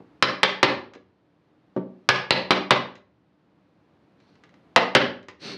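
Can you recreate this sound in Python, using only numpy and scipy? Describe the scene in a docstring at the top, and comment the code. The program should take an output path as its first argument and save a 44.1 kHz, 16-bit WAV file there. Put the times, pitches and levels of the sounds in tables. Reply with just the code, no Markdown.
"""Chiselling a dovetail socket

A mallet drives a chisel into a hardwood board in three short groups of blows, duller and heavier when
the edge sits deep. After each group the blade is rocked free. Light touches set it again, the workbench
takes a few dull knocks, and at the end a hand slides over it. The small workshop rings after each blow.
A limiter (an automatic volume control) squeezes the blows and lets the background swell back slowly."""
import sys
import numpy as np
from scipy import signal
from scipy.fft import rfft, irfft, next_fast_len
from scipy.io import wavfile
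from scipy.ndimage import uniform_filter1d, minimum_filter1d

SR = 44100
rng = np.random.default_rng(int(sys.argv[2]) if len(sys.argv) > 2 else 0)


def digitize_waveform(pressure):
    """Quantize a signal to 16-bit integers and store it at the path in sys.argv[1].

    Rows of a 2-D input are taken as channels; values are limited to [-1, 1].
    """
    field = np.atleast_2d(pressure).T
    bounded = np.clip(field, -1, 1)
    quanta = np.round(bounded * 32767).astype(np.int16)
    wavfile.write(sys.argv[1], SR, quanta)


N = 245637
TIME = np.arange(N) / SR
AGE = np.arange(SR // 4) / SR   # seconds since a hit

# Mallet blows. Each row: start in seconds, strength in dB, depth of the edge from 0 (shallow) to 1 (deep),
# the board's strongest note in Hz, its boost in dB, the chisel's ring in Hz, its boost in dB.
BLOWS = [(0.2248, 11, 0.23, 1134, 5.5, 5220, 8), (0.4313, 11, 0.12, 1170, 4, 3230, 7),
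         (0.6293, 10, 0.83, 1306, 3, 4157, 3.5), (2.0892, 15, 0.03, 1560, 5, 5270, 5),
         (2.307, 11.5, 0, 524, 4.5, 4250, 9.5), (2.5067, 8.5, 0.88, 1102, 6, 2950, 4),
         (2.7072, 7.5, 0.92, 1950, 1.5, 3684, 5), (4.7611, 8.5, 0.74, 698, 13, 1890, 5.5),
         (4.9501, 11, 0.93, 1495, 3.5, 3020, 8)]
# The notes of board and chisel pressed on the bench.
# Each row: pitch in Hz, level in dB, ring time in seconds (the time to fade by 60 dB, called t60).
BOARD_NOTES = [(139.5, -32, 0.083), (192, -31.5, 0.021), (286.4, -27.5, 0.037), (381, -13.5, 0.11),
               (451, -20, 0.15), (515.2, -11, 0.075), (586, -12.5, 0.077), (819, -20, 0.041),
               (994.7, -2, 0.02), (1198.7, -4, 0.037), (1305.3, -19.5, 0.03), (1646, -18, 0.013),
               (1683, -16.5, 0.24), (2012, -5, 0.069), (1870, -8, 0.037), (2267, -24, 0.07),
               (2734, -9.5, 0.029), (3034, -9, 0.043), (3580, -13.5, 0.0051), (4020, -11, 0.09),
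               (4107, -14, 0.066), (4863, -19, .03)]
# Cracking fibres and the board's crowded high notes. Each row: frequency in Hz, level in dB.
CRACK_COLOUR = [(40, -24), (100, -5.5), (250, -0.5), (600, -1), (1100, 6), (2000, 5), (3000, 3.5),
                (4200, 2), (5400, -3.5), (6200, -11), (8000, -24.5), (10000, -34.5), (12000, -37),
                (16000, -40)]
# The steel blade's crowded high notes. Each row: frequency in Hz, level in dB.
BLADE_COLOUR = [(4000, -24.5), (6500, 5.5), (8200, -3), (9700, 1.5), (10600, -17), (14000, -28)]
# The blade is rocked free, then rebounds off the socket's other wall.
# Each row: start in seconds, level in dB, wait for the rebound in seconds, rebound level in dB.
PULLS = [(0.936, -35.5, 0.016, -38), (2.954, -37, .025, -54.5), (5.2848, -28, .026, -43.5)]
# Light touches of the edge on the wood. Each row: start in seconds, level in dB.
TOUCHES = [(4.2013, -56.5), (4.3544, -57.5), (4.4369, -47.5), (4.492, -57.5), (4.5406, -56), (5.2293, -45)]
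# The snap of a touch or a pull. Each row: frequency in Hz, level in dB.
TICK_COLOUR = [(80, -54), (300, -7), (900, 6.5), (1900, 11.5), (3200, 4), (4500, 0), (6700, -4),
               (8000, -19), (14000, -48)]
# Dull knocks on the bench. Each row: start in seconds, level in dB.
KNOCKS = [(0.002, -42.5), (0.9554, -32.5), (1.7632, -15), (1.774, -20.5)]
# The notes of the bench top. Each row: pitch in Hz, level in dB, ring time in seconds.
BENCH_NOTES = [(130, -26.5, 0.074), (175, -11, 0.11), (262, -4.5, .07), (365, -1, 0.067), (476, -7.5, 0.13),
               (550, -7, 0.046), (564.4, -5, 0.034), (790, -14, 0.072), (1150, -18, 0.15)]
# The noisy part of a knock. Each row: frequency in Hz, level in dB.
KNOCK_COLOUR = [(50, -19), (150, -6), (400, 1), (900, -1.5), (1500, -16), (3000, -29), (6000, -43.5),
                (12000, -81)]
# Hand slides. Each row: start in seconds, seconds speeding up, seconds slowing down, level in dB.
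SLIDES = [(4.15, 0.11, 0.18, -70), (5.385, 0.083, 0.11, -31)]
# Skin rubbing on the bench. Each row: frequency in Hz, level in dB.
SLIDE_COLOUR = [(80, -17), (190, 3), (260, -2), (400, 3.5), (750, -9.5), (1900, -5.5), (3300, -7.5),
                (4350, -2.5), (5200, -10.5), (6100, -12), (7000, -29), (9300, -28), (10500, -58),
                (14000, -55)]
# The workshop's fading echo. Each row: frequency in Hz, level in dB, ring time in seconds.
ROOM_ECHO = [(60, -8, 1), (151.9, -0.5, 0.32), (306, -0.5, 0.43), (620, 0, 0.34), (1290, -5, 0.34),
             (2437, -3, 0.31), (4430, -4.5, 0.29), (7000, -9.5, 0.25), (9700, -6, 0.047),
             (10900, -25.5, .22)]
# Notes that build up between the walls. Each row: pitch in Hz, gain in dB, ring time in seconds.
STANDING_WAVES = [(131.5, 12, 0.34), (189, 12.5, .55), (242.4, 5, .5), (292.6, 8, .35), (385, -6, 0.12),
                  (457.3, -12.5, 0.27), (597, -9.5, .35)]
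# The workshop's steady background noise. Each row: frequency in Hz, level in dB.
HUSH_COLOUR = [(30, -27.5), (55, -12.5), (124, -5), (184, -2), (250, -7.5), (303, -1), (370, -10.5),
               (450, -10), (600, -13.5), (940, -17), (1960, -25), (4300, -34), (8000, -51.5), (16000, -55)]


def mallet_blows():
    """Each blow cracks the wood fibres and sets the board and the chisel ringing."""
    out = np.zeros(N)
    for start, strength_db, depth, note_hz, note_db, ring_hz, ring_db in BLOWS:
        crack = burst(CRACK_COLOUR, t60=between(0.021, 0.05, depth))   # deep cuts tear for longer
        shimmer = from_db(between(-44.5, -43, depth)) * burst(BLADE_COLOUR, t60=0.2)
        board = from_db(-8.5) * struck(BOARD_NOTES, scatter_db=0.5)
        blow = (board + crack + shimmer) * contact(rise_s=0.00024)
        blow = resonance(blow, note_hz, note_db, q=5)
        blow = resonance(blow, ring_hz, ring_db, q=15)   # the steel adds a narrower ring
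        # a deeper edge passes more thud to the bench and loses more treble
        blow = bass_and_treble(blow, bass_hz=1000, bass_db=between(0, 7, depth),
                               treble_hz=between(4500, 3500, depth), treble_db=between(-4.5, -5, depth))
        add(out, start, from_db(strength_db) * blow)
    return out


def blade_ticks():
    """A touch ticks once; a pull ticks, snaps a few fibres at random and rebounds with a duller tick."""
    out = np.zeros(N)
    splinter_db = -13   # compared with the pull
    for start, level_db in TOUCHES:
        add(out, start, from_db(level_db) * tick())
    for start, level_db, rebound_s, rebound_db in PULLS:
        add(out, start, from_db(level_db) * tick())
        for share in rng.random(size=3):
            add(out, start + share * rebound_s, from_db(level_db + splinter_db) * tick())
        add(out, start + rebound_s, from_db(rebound_db) * tick(thud_db=9, treble_db=-8))
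    return out


def tick(thud_db=5.5, treble_db=-1):
    """Steel meets wood lightly: a short snap and a trace of the board's notes."""
    board = from_db(-7.5) * struck(BOARD_NOTES, scatter_db=3)
    snap = burst(TICK_COLOUR, t60=0.034)
    touch = (snap + board) * contact(rise_s=0.000092)
    return bass_and_treble(touch, 650, thud_db, 6100, treble_db)


def bench_knocks():
    """A soft bump rings only the low notes of the bench."""
    out = np.zeros(N)
    for start, level_db in KNOCKS:
        knock = struck(BENCH_NOTES, scatter_db=0.6) + burst(KNOCK_COLOUR, t60=0.022)
        add(out, start, from_db(level_db) * knock * contact(rise_s=0.0013))
    return out


def hand_slides(slips_per_s, hiss_hz, hiss_q, hiss_db):
    """A hand rubs the rough bench: many tiny slips and a thin hiss, louder as the hand moves faster."""
    slips = (rng.random(N) < slips_per_s / SR) * rng.standard_normal(N)
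    hiss = signal.lfilter(*signal.iirpeak(hiss_hz, hiss_q, fs=SR), slips)
    rub = coloured(slips, SLIDE_COLOUR) + from_db(hiss_db) * unit_power(hiss)
    speed = np.zeros(N)
    for start, rise_s, fall_s, level_db in SLIDES:
        speeding_up = np.sin(np.pi / 2 * np.clip((TIME - start) / rise_s, 0, 1)) ** 2
        slowing = np.cos(np.pi / 2 * np.clip((TIME - start - rise_s) / fall_s, 0, 1))
        speed += from_db(level_db) * speeding_up * slowing
    return speed * rub


def struck(notes, scatter_db):
    """An object's own notes ring and fade; every hit sets them off a little differently."""
    hz, db, t60 = np.transpose(notes)[:, :, None]
    strength = from_db(db + scatter_db * rng.standard_normal(hz.shape))
    phase = rng.uniform(0, 2 * np.pi, hz.shape)
    return np.sum(strength * np.sin(2 * np.pi * hz * AGE + phase) * fade(AGE, t60), axis=0)


def burst(colour, t60):
    """Notes packed so closely that they merge into a dying noise."""
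    envelope = fade(AGE, t60)
    noise = evened(rng.standard_normal(len(AGE)) * envelope, width_hz=3 / t60)
    # silence in front keeps the start from smearing round to the end
    shaped = coloured(np.concatenate([0 * noise, noise]), colour)[len(AGE):]
    return shaped * np.linalg.norm(envelope) / np.linalg.norm(shaped)


def contact(rise_s):
    """The force builds up as two things meet; a slower rise sounds softer."""
    return 1 - np.exp(-(AGE / rise_s) ** 2)


def resonance(x, hz, boost_db, q):
    """Boost the sound around one pitch; a higher q makes the boost narrower."""
    return x + (from_db(boost_db) - 1) * signal.lfilter(*signal.iirpeak(hz, q, fs=SR), x)


def bass_and_treble(x, bass_hz, bass_db, treble_hz, treble_db):
    """Turn the lows and the highs up or down, like two tone knobs."""
    for hz, step_db, top_db in ((bass_hz, bass_db, 0), (treble_hz, -treble_db, treble_db)):
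        corner = 2 * np.tan(np.pi * hz / SR)
        spread = from_db(step_db / 4)
        zeros, poles = [[1, np.sqrt(2) * c, c * c] for c in (corner * spread, corner / spread)]
        x = from_db(top_db) * signal.lfilter(*signal.bilinear(zeros, poles), x)
    return x


def coloured(x, colour):
    """Give a noise its colour (its balance of low and high), at a power of one."""
    hz, db = np.transpose(colour)
    size = next_fast_len(len(x))
    freqs = np.maximum(np.fft.rfftfreq(size, 1 / SR), 1)
    bass_cut = np.minimum(freqs / hz[0], 1) ** 2
    gain = from_db(np.interp(np.log(freqs), np.log(hz), db))
    return unit_power(irfft(rfft(x, size) * bass_cut * gain, size)[:len(x)])


def evened(x, width_hz):
    """Share a noise's energy evenly among bands of this width, for a total of one."""
    spectrum = rfft(x, 2 * len(x))
    power = uniform_filter1d(np.abs(spectrum) ** 2, max(int(width_hz * 2 * len(x) / SR), 1))
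    even = irfft(spectrum / np.sqrt(np.abs(power) + 1e-20))[:len(x)]
    return even / np.linalg.norm(even)


def between(shallow, deep, depth):
    """Blend two settings by how deep the edge sits."""
    return shallow + (deep - shallow) * depth


def from_db(db):
    """Turn decibels into a number to multiply by."""
    return 10 ** (np.asarray(db) / 20)


def unit_power(x):
    """Scale a sound to an average power of one."""
    return x / np.sqrt(np.mean(x ** 2) + 1e-20)


def fade(age, t60):
    """Die away by 60 dB every t60 seconds."""
    return from_db(-60 * age / t60)


def add(track, start_s, sound):
    """Mix a sound into the track at its start time."""
    start = round(start_s * SR)
    track[start:start + len(sound)] += sound[:N - start]


def workshop(x, sway_hz):
    """Add echoes whose pattern shifts as the arms move, and the room's own steady notes."""
    out = x.copy()
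    for phase in (0, np.pi / 2):
        share = np.cos(2 * np.pi * sway_hz * TIME + phase)
        out += signal.fftconvolve(x * share, echoes(build_s=0.011, early_db=-5.5, early_t60=0.057))[:N]
    hz, gain_db, t60 = np.transpose(STANDING_WAVES)[:, :, None]
    age = np.arange(SR) / SR
    envelope = fade(age, t60)
    envelope /= envelope.sum(axis=1, keepdims=True)
    waves = from_db(gain_db) * 2 * np.cos(2 * np.pi * hz * age) * envelope
    return out + signal.fftconvolve(x, waves.sum(axis=0))[:N]


def echoes(build_s, early_db, early_t60):
    """Quick bounces off the bench, then a tail that dies faster in the treble."""
    age = np.arange(SR) / SR
    onset = 1 - np.exp(-(age / build_s) ** 2)
    early = evened(rng.standard_normal(SR) * onset * fade(age, early_t60), width_hz=39)
    response = from_db(early_db) * signal.sosfilt(signal.butter(3, 4500, fs=SR, output="sos"), early)
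    log_freqs = np.log(np.maximum(np.fft.rfftfreq(SR, 1 / SR), 1))
    log_centres = np.log([hz for hz, _, _ in ROOM_ECHO])
    longest = max(t60 for _, _, t60 in ROOM_ECHO)
    tail = rfft(evened(rng.standard_normal(SR) * fade(age, longest), width_hz=8.5))
    for (_, level_db, t60), this_band in zip(ROOM_ECHO, np.eye(len(ROOM_ECHO))):
        band = irfft(tail * np.interp(log_freqs, log_centres, this_band), SR)
        absorbed = fade(age, t60) / fade(age, longest) * np.sqrt(longest / t60)
        response += from_db(level_db) * band * absorbed * onset
    return response[:2 * SR // 3]


def hush(level_db):
    """The workshop's quiet, steady background: a low, soft noise."""
    return from_db(level_db) * coloured(rng.standard_normal(N), HUSH_COLOUR)


def limiter(x, ceiling_db, hold_s, fast_db_per_s, slow_db, slow_db_per_s):
    """The volume drops just before a peak, holds, then comes back: fast, but slowly for the last part."""
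    over_db = np.maximum(20 * np.log10(np.abs(x) + 1e-9) - ceiling_db, 0)
    hold, ahead = 2 * int(hold_s * SR / 2) + 1, SR // 1000   # in samples
    held_db = -minimum_filter1d(-over_db, hold, origin=hold // 2)
    fast_cut = wear_off(held_db, fast_db_per_s)
    slow_cut = wear_off(np.minimum(held_db, slow_db), slow_db_per_s)
    early_cut = -minimum_filter1d(-np.maximum(fast_cut, slow_cut), ahead)
    return x * from_db(-uniform_filter1d(early_cut, ahead))


def wear_off(cut_db, db_per_s):
    """Let a cut in volume shrink at a steady rate."""
    return np.maximum.accumulate(cut_db + db_per_s * TIME) - db_per_s * TIME


def scene():
    """All the handwork in the workshop, over its quiet background."""
    work = mallet_blows() + bench_knocks() + blade_ticks()
    work += hand_slides(slips_per_s=19000, hiss_hz=4320, hiss_q=29, hiss_db=-13)
    # the bench is too small to give off deep bass
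    work = signal.sosfilt(signal.butter(3, 90, "high", fs=SR, output="sos"), work)
    return (hush(level_db=-57.5) + workshop(work, sway_hz=0.9))[None]


def record(dry):
    """Squeeze the blows, round off their peaks, and cut the deepest bass and the highest treble."""
    limited = limiter(dry[0], ceiling_db=1.5, hold_s=0.039, fast_db_per_s=259.5,
                      slow_db=10, slow_db_per_s=5.5)
    rounded = limited / (1 + (limited / 0.7) ** 4) ** 0.25
    trimmed = signal.sosfilt(signal.butter(2, [80, 11500], "band", fs=SR, output="sos"), rounded)
    steep_top_cut = signal.ellip(10, 0.1, 80, 16300, fs=SR, output="sos")
    return signal.sosfilt(steep_top_cut, trimmed)[None]


dry = scene()
out = record(dry)
digitize_waveform(out)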